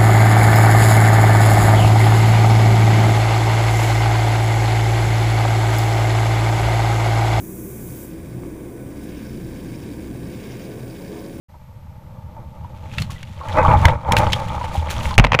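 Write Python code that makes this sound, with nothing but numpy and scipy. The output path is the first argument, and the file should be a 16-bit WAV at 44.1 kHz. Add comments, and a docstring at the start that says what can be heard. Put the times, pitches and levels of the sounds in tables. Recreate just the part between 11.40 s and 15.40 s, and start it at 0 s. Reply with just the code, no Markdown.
"""A rhino gets up under a fallen trunk, shoves it aside and charges the camera fixed to it.
First hide rubs on the shuddering log and brush rustles. From 1.6 s dry branches snap, feet and log thud.
Near 2.2 s the log groans, then grinds: its bark sticks and slips, ringing the camera case.
At 3.8 s the animal rams the camera, which overloads and clatters."""
import sys
import numpy as np
from scipy import signal
from scipy.fft import rfft, irfft
from scipy.io import wavfile
from scipy.ndimage import map_coordinates

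SR = 44100
rng = np.random.default_rng(int(sys.argv[2]) if len(sys.argv) > 2 else 0)


def generate_wav(signal):
    """Clip the signal to [-1, 1] and save it as 16-bit WAV at the path in sys.argv[1]."""
    frames = np.transpose(np.atleast_2d(signal))
    scaled = np.clip(frames, -1, 1) * 32767
    pcm = np.round(scaled).astype(np.int16)
    wavfile.write(sys.argv[1], SR, pcm)


N = 176400

# Spectrum of dry foliage. Each row: frequency in Hz, level in dB.
FOLIAGE_SPECTRUM = [(400, 5.5), (2400, 7.5), (3450, 7), (4900, -2.5), (6900, -3), (8900, -10), (10300, -8),
                    (11200, -14), (15000, -16.5)]


def amp(db):
    """dB to gain."""
    return 10 ** (np.asarray(db) / 20)


def unit(x):
    """Scale to rms 1."""
    return x / np.sqrt(np.mean(x ** 2) + 1e-20)


def level(rows):
    """Gain per sample from (s, dB) points."""
    return amp(np.interp(np.arange(N) / SR, *np.transpose(rows)))


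def wobble(knots_per_s):
    """Smooth random curve."""
    return map_coordinates(rng.standard_normal(2048), [np.arange(N) * knots_per_s / SR], mode="wrap")


def colour(x, spectrum, tilt_db_oct=0, size=8192):
    """Unit-energy filter shaped by (Hz, dB) points and a tilt."""
    octave = np.log2(np.fft.rfftfreq(size, 1 / SR) + 1)
    hz, db = np.transpose(spectrum)
    gain_db = np.interp(octave, np.log2(hz), db) + tilt_db_oct * np.maximum(octave, np.log2(hz[1]))
    cepstrum = irfft(np.log(amp(gain_db)))
    cepstrum[1:size // 2] *= 2  # fold to minimum phase
    cepstrum[size // 2 + 1:] = 0
    impulse = irfft(np.exp(rfft(cepstrum)))
    return signal.fftconvolve(x, impulse / np.linalg.norm(impulse))[:len(x)]


def grains(per_s, spread_db, bed):
    """Random clicks of uneven size on a noise bed, rms 1."""
    clicks = (rng.random(N) < per_s / SR) * rng.choice([-1, 1], N)
    sizes = amp(spread_db * np.clip(rng.standard_normal(N), -2, 2))
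    return unit(unit(clicks * sizes) + bed * rng.standard_normal(N))


def fade(t60_s):
    """Exponential decay, 0.25 s long."""
    return np.exp(-np.log(1000) * np.arange(SR // 4) / SR / t60_s)


def attack(rise_s):
    """Exponential rise to 1, 0.25 s long."""
    return 1 - np.exp(-np.arange(SR // 4) / SR / rise_s)


def ring(hz, t60_s):
    """Damped sine."""
    return fade(t60_s) * np.sin(2 * np.pi * hz * np.arange(SR // 4) / SR)


def burst(spectrum, t60_s, rise_s=0.0001, tilt_db_oct=0):
    """Decaying filtered noise with the rms of its envelope."""
    envelope = fade(t60_s) * attack(rise_s)
    noise = colour(envelope * rng.standard_normal(len(envelope)), spectrum, tilt_db_oct)
    return unit(noise) * np.sqrt(np.mean(envelope ** 2))


def add(track, start_s, sound):
    """Mix a sound into the track."""
    part = track[round(start_s * SR):][:len(sound)]
    part += sound[:len(part)]


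def wood_spectrum(hz):
    """(Hz, dB) points of wood with one resonance."""
    return [(hz / 10, -32), (hz * 0.44, -14), (hz, 0), (hz * 1.47, -14), (hz * 6, -50)]


def slips(per_s, decay_s=0.012):
    """Stick-slip envelope of bark: uneven kicks, each dying into the next, rms 1."""
    gap, size = rng.random((2, 1024))
    onsets = (np.cumsum(0.5 + gap) * SR / per_s).astype(int)
    kicks = np.bincount(onsets, 0.5 + size)[:N]
    return unit(signal.lfilter([1], [1, -np.exp(-1 / (decay_s * SR))], kicks))


def brush():
    """Crushed stems crackle, single twigs tick, clumps crunch as they give way."""
    # Crushing of dry grass and twigs. Each row: time in seconds, level in dB.
    crush_levels = [(.1, -80.5), (1.2, -64), (1.49, -51.5), (1.54, -42.5), (1.68, -52), (1.76, -48.5),
                    (1.98, -50.5), (2.17, -39.5), (2.44, -38.5), (2.59, -56.5), (2.8, -37), (2.93, -40.5),
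                    (3.47, -43), (3.56, -37), (3.755, -36.5), (3.77, -66)]
    # Bark and twigs splintering. Each row: start in seconds, level in dB, length in seconds.
    crunches = [(1.59, -38, 0.041), (1.7, -37.5, 0.033), (2.776, -22, 0.017), (3.327, -37.5, 0.06),
                (3.496, -26.5, 0.031), (3.623, -34.5, 0.052)]
    stems = unit(grains(per_s=1100, spread_db=4, bed=0.6) * amp(2 * wobble(knots_per_s=60)))
    twigs = np.zeros(N)
    for when, pitch, size in rng.random((500, 3)):
        hz = 2000 * 5.5 ** pitch
        add(twigs, when * N / SR, amp(20 * size) * ring(hz, t60_s=20 / hz))
    swell = np.zeros(N)
    for start_s, db, length_s in crunches:
        age = np.arange(SR // 2) / SR / length_s * np.e  # 1 at the peak
        add(swell, start_s, amp(db) * age * np.exp(1 - age))
    splinters = grains(per_s=1500, spread_db=4, bed=0.45) * swell
    crush = level(crush_levels)
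    ticks = 0.5 * unit(twigs) * np.sqrt(crush / crush.max())  # twigs break only under real weight
    rustle = colour(stems + ticks, FOLIAGE_SPECTRUM) * crush
    return rustle + colour(splinters, FOLIAGE_SPECTRUM, tilt_db_oct=3)


def branches():
    """Each break: a sharp crack, a short two-mode ring, a trail of tearing fibres."""
    # Each row: start in seconds, level in dB, pitch in Hz, relative crack level in dB.
    snaps = [(1.5826, -13, 2690, -8), (1.62, -23, 4300, 3), (1.829, -29, 2780, -1.5),
             (2.0849, -28, 2350, -1), (2.4535, -3, 2040, -3), (2.483, -13, 2210, -13),
             (2.493, -21, 2210, -18), (2.502, -30, 3070, -14), (2.7205, -13.5, 1960, 8),
             (2.7333, -31, 1790, 8), (2.7666, -5, 2513, -7), (2.9214, -18, 3890, -8),
             (2.931, -6.5, 3225, -7)]
    rise_s = 0.00051
    out = np.zeros(N)
    for start_s, db, hz, crack_db in snaps:
        modes = ring(hz, t60_s=0.06) + 0.5 * ring(1.65 * hz, t60_s=0.03)
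        wood = burst(wood_spectrum(hz), t60_s=0.026, rise_s=rise_s) + amp(-9.5) * modes
        crack = amp(crack_db) * burst(FOLIAGE_SPECTRUM, t60_s=0.017, rise_s=rise_s, tilt_db_oct=2)
        tearing = grains(per_s=250, spread_db=3, bed=0.15)[:SR // 4] * fade(t60_s=0.3)
        fibres = amp(-33) * colour(tearing, FOLIAGE_SPECTRUM)
        add(out, start_s, amp(db) * (wood + crack + fibres))
    return out


def thuds():
    """Footfalls, the log landing and the weight of the charge: a few low cycles each."""
    # Each row: start in seconds, level in dB, pitch in Hz, T60 in seconds.
    impacts = [(1.603, -14.5, 151, 0.097), (2.284, 8.5, 118, 0.027), (2.357, 0.5, 79, 0.1),
               (2.456, 8, 85.5, 0.06), (2.765, -7.5, 105, 0.09), (3.378, -7, 80.3, 0.18),
               (3.783, 7.5, 114.3, 0.081), (3.787, -1.5, 44.3, 0.32)]
    out = np.zeros(N)
    for start_s, db, hz, t60_s in impacts:
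        add(out, start_s, amp(db) * ring(hz, t60_s) * attack(rise_s=0.0026))
    return out


def groan():
    """As the log starts to slide, its slips briefly lock to one wavering pitch."""
    start_s, length_s, pitch_hz, peak_db = 2.16, 0.065, 505, -17
    progress = np.clip((np.arange(N) / SR - start_s) / length_s, 0, 1)
    hz = pitch_hz * (1 + 0.012 * wobble(knots_per_s=150))
    phase = 2 * np.pi * np.cumsum(hz) / SR
    sawtooth = unit(sum(np.sin(k * phase) / k for k in range(1, 6)))
    return amp(peak_db) * sawtooth * np.sin(np.pi * progress)


def trunk():
    """The log shudders and creaks; rubbing hide and slipping bark ring the camera case."""
    # Resonances of log and case. Each row: frequency in Hz, level in dB.
    log_spectrum = [(20, -5.5), (45, -14.5), (70, 1), (115, -2), (170, -9), (230, -17), (300, -37),
                    (600, -90)]
    case_spectrum = [(150, -30), (335, -9), (385, -24), (505, -3.5), (640, -3), (715, -17.5), (780, -3),
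                     (885, 5), (1010, -8.5), (1200, -5.5), (1400, -13.5), (1750, -22), (2400, -18),
                     (3000, -72), (16000, -115)]
    # Log shuddering, hide rubbing, log dragging. Each row: time in seconds, level in dB.
    shudder_levels = [(.1, -41), (.7, -36.5), (1.48, -34), (1.6, -23.5), (1.7, -31), (2.05, -35),
                      (2.2, -18), (2.29, -14.5), (2.53, -17.5), (2.61, -36.5), (2.74, -12.5), (2.95, -24.5),
                      (3.3, -28.5), (3.72, -22.5), (3.85, -26)]
    rub_levels = [(.1, -65), (.7, -49), (1.55, -46.5), (1.9, -53.5)]
    grind_levels = [(1.9, -54.5), (2.03, -37), (2.145, -27.5), (2.18, -14), (2.35, -15), (2.38, -25.5),
                    (2.44, -19.5), (2.53, -19.5), (2.6, -40.5), (2.71, -17.5), (2.88, -20), (2.93, -30.5),
                    (3.22, -28.5), (3.3, -33.5), (3.7, -30), (3.77, -43)]
    # Log catching and letting go. Each row: start in seconds, level in dB, pitch in Hz.
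    jolts = [(.141, -40, 954), (0.964, -31, 899), (1.245, -29, 956), (1.696, -29, 1094),
             (1.76, -35.5, 1973), (2.011, -24, 1083), (2.228, -6.5, 930), (2.248, -7, 1127),
             (2.301, -7, 973), (2.335, -4, 837), (2.446, -4, 930), (2.486, -10, 920), (2.688, -11, 845),
             (2.709, -9.5, 970), (3.211, -15.5, 970), (3.242, -15.5, 886), (3.35, -14.5, 807),
             (3.708, -17.5, 1024)]
    jolt_t60_s, jolt_rise_s = 0.082, 0.0014
    shudder = grains(per_s=370, spread_db=4.5, bed=0.44)
    rumble = unit(colour(shudder, log_spectrum)) * level(shudder_levels)
    hide = grains(per_s=40, spread_db=3, bed=2) * amp(2 * wobble(knots_per_s=20))
    rub = colour(hide, case_spectrum, tilt_db_oct=-5.5) * level(rub_levels)
    grit = grains(per_s=1500, spread_db=1, bed=0.5)
    grind = colour(grit * slips(per_s=65) * level(grind_levels), case_spectrum)
    out = rumble + rub + grind
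    for start_s, db, hz in jolts:
        creak = ring(hz, jolt_t60_s) * attack(jolt_rise_s)
        scrape = burst(wood_spectrum(hz), jolt_t60_s / 2, jolt_rise_s)
        add(out, start_s, amp(db) * (creak + 0.5 * scrape))
    return out


def ramming():
    """Each blow clacks on the plastic case, booms in the mount and leaves a faint rattle."""
    # Each row: start in seconds, level in dB.
    blows = [(3.7801, 6), (3.786, 0), (3.797, 0), (3.841, -5.5), (3.847, -2.5), (3.8675, -14.5),
             (3.9196, -4), (3.932, -7.5), (3.9426, -7), (3.9473, -2), (3.9894, -4.5), (3.9955, -4.5)]
    # Struck case and mount. Each row: frequency in Hz, level in dB.
    plastic_spectrum = [(200, -23), (480, 4), (900, 7.5), (1450, 0.5), (2400, 5.5), (4100, -12.5),
                        (6200, -19.5), (14000, -54)]
    mount_spectrum = [(50, -8), (150, 11), (270, 1), (600, -43.5)]
    out = np.zeros(N)
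    for start_s, db in blows:
        rattle = amp(-29) * burst(plastic_spectrum, t60_s=0.37, tilt_db_oct=-4.5)
        boom = amp(db - 7.5) * burst(mount_spectrum, t60_s=0.044)  # larger share in heavier blows
        clack = burst(plastic_spectrum, t60_s=0.02)
        add(out, start_s, amp(db) * (clack + rattle + boom))
    return out


def scene():
    """All sources at one microphone."""
    return (trunk() + groan() + brush() + branches() + thuds() + ramming())[None]


def record(dry):
    """The camera adds hiss and a thin, high electronic whine, saturates and limits the band."""
    # Camera hiss. Each row: frequency in Hz, level in dB.
    hiss_spectrum = [(2000, -3.5), (15000, -20.5)]
    whine_hz, whine_rms_db = 12700, -71.5
    on_s, ramp_s, cutoff_hz = 0.083, 0.013, 15300
    t = np.arange(N) / SR
    whine = amp(whine_rms_db) * np.sqrt(2) * np.sin(2 * np.pi * whine_hz * t) * np.clip(2.8 - t, 0, 1)
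    hiss = amp(-61) * colour(rng.standard_normal(N), hiss_spectrum)
    mix = (dry + hiss + whine) * np.clip((t - on_s) / ramp_s, 0, 1)
    saturated = mix / (1 + np.abs(mix) ** 6) ** (1 / 6)
    lowpass = signal.ellip(10, 0.1, 90, cutoff_hz, fs=SR, output="sos")
    return signal.sosfilt(lowpass, saturated)


dry = scene()
out = record(dry)
generate_wav(out)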